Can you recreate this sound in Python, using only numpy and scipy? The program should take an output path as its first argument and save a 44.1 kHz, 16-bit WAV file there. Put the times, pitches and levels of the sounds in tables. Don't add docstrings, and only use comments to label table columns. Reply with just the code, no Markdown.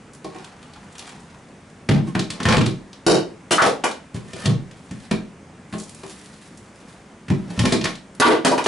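import sys
import numpy as np
from scipy import signal
from scipy.fft import rfft, irfft
from scipy.io import wavfile
from scipy.ndimage import uniform_filter1d

SR = 44100
rng = np.random.default_rng(int(sys.argv[2]) if len(sys.argv) > 2 else 0)


def wav_out(sig):
    wavfile.write(sys.argv[1], SR, np.round(np.clip(np.atleast_2d(sig).T, -1, 1) * 32767).astype(np.int16))


N = 382347

# contact in seconds, boom peak in dB, loudest pitch in Hz,
# crack peak in dB, crack centre in Hz.
BUMPS = [(.243, -27, 504, -29, 5640), (0.344, -32.5, 420, -36.5, 2500), (1.888, -1.5, 192, -6, 1830),
         (1.945, -9, 118, -34, 2800), (2.149, -15.5, 199, -14, 1310), (2.191, -17.5, 268, -14, 3970),
         (2.301, -28, 148, -14, 5100), (2.4, -22.5, 300, -19.5, 1230), (2.452, -9, 112, -7.5, 1470),
         (2.485, -9.5, 180, -3.5, 2100), (2.522, -10.5, 157, -6, 1630), (2.567, -2, 170, -7.5, 1370),
         (2.61, -17.5, 264, -13, 1830), (2.659, -19, 217, -15.5, 3670), (4.142, -21.5, 149, -30.5, 5600),
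         (4.331, -28.5, 298, -24, 5330), (4.455, -14, 160, -10.5, 3560), (4.476, -8, 128, -43, 1780),
         (4.71, -38, 120, -35, 5200), (4.908, -25.5, 141, -31, 2530), (5.11, -11.5, 238, -11.5, 2800),
         (5.724, -27, 199, -29, 2300), (5.735, -23, 395, -25.5, 1500), (6.032, -33, 394, -31.5, 1140),
         (7.281, -28, 170, -27.5, 2620), (7.299, -9, 140, -20.5, 2050), (7.574, -17.5, 120, -32, 3000),
         (7.59, -10, 111, -10, 4600), (7.636, -8.5, 210, -23, 1500), (7.652, -24, 370, -8, 3450),
         (7.721, -8.5, 273, -7, 4400), (7.81, -23, 230, -18.5, 3500), (7.84, -20.5, 263, -11, 5000),
         (7.852, -27, 970, -13, 1660)]
# start in seconds, knock peak in dB, loudest pitch in Hz,
# ring over the dull thud in dB, crack peak in dB.
KNOCKS = [(3.065, 8, 426, -5, 3.5), (3.508, -7.5, 424, -14, -18), (3.518, -13.5, 2830, 0.5, -8),
          (3.582, -2, 1230, 15.5, -36), (3.618, -2.5, 714, -12.5, -28), (3.66, -8.5, 446, -17, -36),
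          (3.838, -9.5, 1110, -6.5, -38), (8.199, -9, 486, -3.5, -9), (8.219, 6.5, 1080, 1, -16),
          (8.25, -6, 293, 0.5, -25), (8.275, -2, 574, -2, -30), (8.448, -2, 340, -6, -10.5),
          (8.515, -12, 607, 5.5, -21), (8.578, -16, 805, -3.5, -26), (8.64, -26, 2400, -12, -20.5),
          (8.661, -1, 720, -3.5, -20)]
# start in seconds, peak in dB, centre in Hz.
TICKS = [(0.132, -38, 8400), (0.147, -39, 6500), (.382, -38, 2980), (0.443, -33, 3420),
         (0.626, -38.5, 3150), (0.7333, -38.5, 4260), (0.9517, -36, 3370), (0.98, -30, 6660),
         (0.991, -26.5, 4300), (1.0906, -34, 3660), (1.698, -46, 6300), (2.429, -23, 3940),
         (2.9285, -32.5, 3830), (3.911, -27, 3970), (4.3585, -37, 3330), (4.396, -42, 4260),
         (5.797, -28, 6600), (5.892, -30.5, 7400), (5.945, -33.5, 7040), (6.257, -36.5, 7290),
         (6.572, -38, 7650), (7.5, -37.5, 4440), (7.9521, -32, 3920), (8.1474, -39, 9690)]
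# start, fastest and end in seconds, scrape in dB,
# brightness in dB per octave, rumble in dB.
SLIDES = [(2.02, 2.087, 2.14, -46, -4, -30), (2.3, 2.546, 2.76, -27.5, -9, -41),
          (4.13, 4.159, 4.3, -44, -2.5, -35), (4.219, 4.464, 4.5, -34.5, -3, -33),
          (7.32, 7.737, 7.82, -35, -4.5, -26), (7.8, 7.892, 7.97, -41, 2, -39)]
# start, loudest and end in seconds, level in dB,
# brightness in dB per octave.
RUSTLES = [(0.201, 0.377, 1.2, -51, -7), (0.601, 1.064, 1.61, -50.5, -5.5), (4.6, 5.03, 5.15, -54, -2.5),
           (5.677, 5.804, 5.95, -43, 2.5), (5.799, 6.1, 6.73, -47, -0.5), (6.499, 6.91, 7.15, -55, -2)]
# nominal frequency in Hz, relative level in dB, t60 in seconds.
PIPE_MODES = [(101.8, 2, 0.11), (117.9, -2, 0.25), (143.3, -1.5, 0.19), (182.7, 2.5, 0.12),
              (212.2, -5, 0.17), (246.5, -4, 0.12), (319.3, -1, 0.078), (379, -7.5, 0.15),
              (456.3, -7.5, 0.067), (617.4, -5.5, 0.072), (775, -4.5, 0.049), (1084, -2, 0.056),
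              (1843, -2, 0.051), (2350, -4.5, 0.049), (2750, -9.5, 0.037), (3315, -14.5, 0.057),
              (4260, -9.5, .03), (4840, -13, 0.032)]
# nominal frequency in Hz, relative level in dB, t60 in seconds.
LOG_MODES = [(166, 5.5, 0.043), (262, 6.5, 0.13), (322, -12, 0.02), (344, 8.5, 0.056), (432, 9, 0.028),
             (530, -28, 0.062), (620, -4.5, 0.03), (730, -7.5, 0.024), (949, 2, 0.059), (1158, 1.5, 0.069),
             (1282, 7.5, 0.03), (1440, 5.5, 0.044), (1662, 11.5, 0.011), (1970, 3.5, 0.087),
             (2430, 11, 0.023), (2933, 22.5, 0.0098), (4020, -3, 0.029), (4800, -19, .03)]
# frequency in Hz, t60 in seconds.
WALL_T60 = [(80, 0.3), (210, 0.39), (560, 0.34), (1470, 0.29), (3880, 0.3), (9000, 0.23)]
# frequency in Hz, relative strength in dB.
ECHO_COLOUR = [(100, -7.5), (250, -0.5), (600, 2), (2000, 0.5), (6000, -0.5), (10000, 0)]
# frequency in Hz, shared part (0 to 1).
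ECHO_SAME = [(60, 0.3), (170, 0.89), (490, 0.54), (1400, 0.54), (4000, 0.62), (11400, 0.65)]
# frequency in Hz, relative density in dB per Hz.
AIR_COLOUR = [(12, -47), (20, -24), (64, -49), (82, -5.5), (119, -10.5), (187, 1), (257, -6), (309, -8),
              (705, -15), (1080, -17), (2150, -21), (3970, -31.5), (6410, -31), (9800, -34), (11500, -55),
              (15000, -86), (22000, -120)]
# frequency in Hz, shared part (0 to 1).
AIR_SAME = [(60, 0.97), (170, 1), (490, 0.94), (1400, 0.74), (4000, 0.79), (11400, 0.74)]

AIR_RMS_DB = -46
BOOM_LAG_S = 0.002886
WALL_DB, WALL_DRAG_DB = -10.5, -10.5
WALL_LOW_HZ = 500
SHAKE_HZ, SHAKE_T60_S, SHAKE_DB = 28.8, 0.63, -29.0
SPLINTER_HZ = 5400
CRUMBS_PER_S, CRUMB_DB, CRUMB_HZ = 14, 12, (3520, 7200)
SLIDE_START_DB, SLIDE_END_DB = -27, -52
RUSTLE_START_DB, RUSTLE_END_DB = -18, -22.5
LIMIT_DB, RECOVERY_DB_PER_S = -14.5, 2300.0
EDGE_HZ = 11000


def amp(db):
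    return 10 ** (np.asarray(db) / 20)


def evened(x):
    return x / np.sqrt(np.mean(x ** 2) + 1e-20)


def peaked(x, db):
    return amp(db) * x / abs(x).max()


def read(points, hz):
    f, value = np.transpose(points)
    return np.interp(np.log(hz + 1), np.log(f + 1), value)


def add(mix, start_s, sound):
    part = mix[round(start_s * SR):][:len(sound)]
    part += sound[:len(part)]


def swell(start_s, top_s, end_s, start_db, end_db):
    t = np.arange(start_s, end_s, 1 / SR)
    level_db = np.interp(t, [start_s, top_s, end_s], [start_db, 0, end_db])
    return amp(level_db) * signal.windows.tukey(len(t), 0.1)


def noise_pair(frames, same, size):
    hz = np.fft.rfftfreq(size, 1 / SR)
    a, b, c, d = rng.standard_normal((frames, len(hz), 4)).T
    share = np.clip(read(same, hz), 0, 1)[:, None]
    left, other = a + 1j * b, c + 1j * d
    return hz, np.array([left, share * left + np.sqrt(1 - share ** 2) * other])


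def crack(centre_hz, fade_s, below_db=7, above_db=6):
    t, hz = np.arange(2048) / SR, np.fft.rfftfreq(2048, 1 / SR) + 1
    octaves = np.log2(hz / centre_hz)
    lumps_db = 2.6 * np.interp(np.log2(hz), np.linspace(7, 14, num=15), rng.standard_normal(15))
    shape = amp(np.where(octaves > 0, -above_db, below_db) * octaves + lumps_db)
    fade = (1 - np.exp(-t / (0.37 * fade_s))) ** 2 * np.exp(-t / fade_s)
    burst = rng.standard_normal(2048) * fade
    for _ in range(2):
        phase = np.angle(rfft(burst))
        burst = irfft(shape * np.exp(1j * phase)) * np.sqrt(fade)
    return burst


def ring(modes, centre_hz, fall_db_per_oct, rise_cycles, ring_db, thud_s):
    t = np.arange(SR // 5) / SR
    hz, mode_db, t60_s = np.transpose(modes)[:, :, None]
    chance = rng.standard_normal((3, len(modes), 1))
    start_db = mode_db - fall_db_per_oct * abs(np.log2(hz / centre_hz)) + 2.16 * chance[0]
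    waves = np.sin(2 * np.pi * hz * (1 + 0.0066 * chance[1]) * t + 0.65 * chance[2])
    rise = 1 - np.exp(-t * hz / rise_cycles)
    sound = (amp(start_db - 60 * t / t60_s) * waves * rise).sum(0)
    sound = peaked(sound, ring_db)
    thud = crack(centre_hz, thud_s, below_db=0, above_db=5.5)
    add(sound, 0, peaked(thud, 0))
    return sound


def grit(count, per_s, spread_db):
    clumps = amp(4.2 * evened(uniform_filter1d(rng.standard_normal(count), 500)))
    size_db = spread_db * np.minimum(rng.exponential(1, count), 5)
    size = amp(size_db) * rng.choice([-1, 1], count)
    return evened(size * clumps * (rng.random(count) < per_s / SR))


def tilted(x, slope_db_per_oct, low_hz):
    hz = np.fft.rfftfreq(len(x), 1 / SR)
    gain = amp(slope_db_per_oct * np.log2((hz + 200) / 3000)) * (hz > low_hz)
    return irfft(rfft(x) * gain / np.sqrt((gain ** 2).mean()), len(x))


def thinned(x, hz):
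    return signal.sosfilt(signal.butter(2, hz, "highpass", fs=SR, output="sos"), x)


def dulled(x, hz):
    return signal.sosfilt(signal.butter(1, hz, fs=SR, output="sos"), x)


def room_tone():
    frames = N // 256 + 5
    hz, spectra = noise_pair(frames=frames, same=AIR_SAME, size=1024)
    patches = uniform_filter1d(rng.standard_normal((frames, 513)), 12, 1)
    patches = evened(uniform_filter1d(patches, 14, 0)).T
    spectra = spectra * amp(read(AIR_COLOUR, hz)[:, None] + 0.88 * patches)
    hush = signal.istft(spectra, nperseg=1024, noverlap=768)[1][:, :N]
    return amp(AIR_RMS_DB) * evened(hush)


def tick(hz, db, fade_s):
    return peaked(crack(hz, fade_s, below_db=6, above_db=8.5), db)


def ticks():
    out = np.zeros(N)
    for start_s, db, hz in TICKS:
        add(out, start_s, tick(hz, db, fade_s=0.0049))
    return out


def rustle(start_s, loudest_s, end_s, db, slope_db_per_oct):
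    level = swell(start_s, loudest_s, end_s, RUSTLE_START_DB, RUSTLE_END_DB)
    sound = tilted(grit(len(level), 3000, 3.8), slope_db_per_oct, 700)
    for hz in CRUMB_HZ:
        falls = rng.random(len(level)) < CRUMBS_PER_S / len(CRUMB_HZ) / SR
        falls = falls * rng.random(len(level))
        crumb = tick(hz, CRUMB_DB, fade_s=0.0085)
        sound = sound + signal.fftconvolve(falls, crumb)[:len(level)]
    return start_s, amp(db) * level * sound


def pipe_ring(centre_hz):
    return ring(PIPE_MODES, centre_hz, fall_db_per_oct=8, rise_cycles=0.6, ring_db=12.5, thud_s=0.012)


def wall_ring(centre_hz):
    high = [mode for mode in PIPE_MODES if mode[0] > WALL_LOW_HZ]
    return ring(high, centre_hz, fall_db_per_oct=3.5, rise_cycles=2.2, ring_db=-1, thud_s=0.0038)


def bumps():
    out = np.zeros(N)
    for start_s, boom_db, boom_hz, crack_db, crack_hz in BUMPS:
        add(out, start_s + BOOM_LAG_S, peaked(pipe_ring(boom_hz), boom_db))
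        contact = crack(crack_hz, fade_s=0.0056, below_db=4, above_db=5)
        add(out, start_s, peaked(contact, crack_db))
        add(out, start_s, peaked(wall_ring(crack_hz), crack_db + WALL_DB))
    return out


def shudder():
    out, t = np.zeros(N), np.arange(SR // 3) / SR
    rise = 1 - np.exp(-t / 0.0051)
    shake = np.sin(2 * np.pi * SHAKE_HZ * t) * rise * amp(-60 * t / SHAKE_T60_S)
    for start_s, boom_db, *_ in BUMPS:
        add(out, start_s, amp(boom_db + SHAKE_DB) * rng.choice([-1, 1]) * shake)
    return out


def slide(start_s, fastest_s, end_s, scrape_db, slope_db_per_oct, rumble_db):
    drag = swell(start_s, fastest_s, end_s, SLIDE_START_DB, SLIDE_END_DB)
    count = len(drag)
    scrape = tilted(grit(count, 6000, 0.95), slope_db_per_oct, 350)
    wall = signal.fftconvolve(scrape, wall_ring(centre_hz=1840))[:count]
    scrape = scrape + amp(WALL_DRAG_DB) * evened(wall)
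    rattle = np.zeros(count)
    for hz in (594, 1110, 1970, 3200):
        jolts = grit(count, 47, 1.4)
        knock = ring(LOG_MODES, hz, 6.3, 0.79, -4.3, thud_s=0.0037)
        rattle += evened(signal.fftconvolve(jolts, knock)[:count])
    rumble = signal.fftconvolve(grit(count, 400, 6.6), pipe_ring(centre_hz=171))[:count]
    friction = amp(scrape_db) * (scrape + amp(-17.5) * rattle)
    return start_s, drag * (friction + amp(rumble_db) * evened(rumble))


def knocks():
    out = np.zeros(N)
    for start_s, db, hz, ring_db, crack_db in KNOCKS:
        fall_db_per_oct = max(16.5 + 1.76 * ring_db, 4)
        knock = ring(LOG_MODES, hz, fall_db_per_oct, 0.19, ring_db, thud_s=0.00474)
        add(out, start_s, peaked(knock, db))
        add(out, start_s, peaked(crack(SPLINTER_HZ, fade_s=0.0023), crack_db))
    return out


def basement(x):
    out, turn = np.zeros((2, N)), np.arange(N) / SR * 7.3
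    for k in range(3):
        hz, spectra = noise_pair(frames=80, same=ECHO_SAME, size=1024)
        t = np.arange(80) * 256 / SR
        decay_db = 60 * t / read(WALL_T60, hz)[:, None]
        spectra = spectra * amp(read(ECHO_COLOUR, hz)[:, None] - decay_db)
        tail = signal.istft(spectra, nperseg=1024, noverlap=768)[1]
        tail = tail * (1 - np.exp(-(np.arange(tail.shape[1]) / (0.0016 * SR)) ** 2))
        tail = tail / np.linalg.norm(tail[0])
        share = np.sqrt(2 / 3) * np.cos(turn + k * np.pi / 3)
        out += signal.oaconvolve((x * share)[None], tail, axes=1)[:, :N]
    return out


def scene():
    pipe = dulled(bumps(), hz=5200)
    for row in SLIDES:
        add(pipe, *slide(*row))
    pipe = thinned(pipe, hz=86.5)
    logs = thinned(knocks(), hz=164)
    bark = ticks()
    for row in RUSTLES:
        add(bark, *rustle(*row))
    direct = amp(1.5) * pipe + amp(2) * logs + amp(1.5) * bark
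    to_walls = amp(1.5) * pipe + amp(7) * logs + amp(1.0) * bark
    return direct + basement(to_walls) + shudder() + room_tone()


def record(dry):
    power_db = 10 * np.log10(abs(uniform_filter1d((dry ** 2).mean(0), 130)) + 1e-12)
    fall_db = np.arange(N) * RECOVERY_DB_PER_S / SR
    held_db = np.maximum.accumulate(power_db + fall_db) - fall_db
    over_db = np.maximum(held_db - LIMIT_DB, 0)
    held = dry / amp(0.91 * uniform_filter1d(over_db, 90))
    held = 1.173 * np.tanh(held / 1.042)
    band = signal.firwin(301, EDGE_HZ, window=("kaiser", 9), fs=SR)
    return signal.oaconvolve(held, band[None], "same")


dry = scene()
out = record(dry)
wav_out(out)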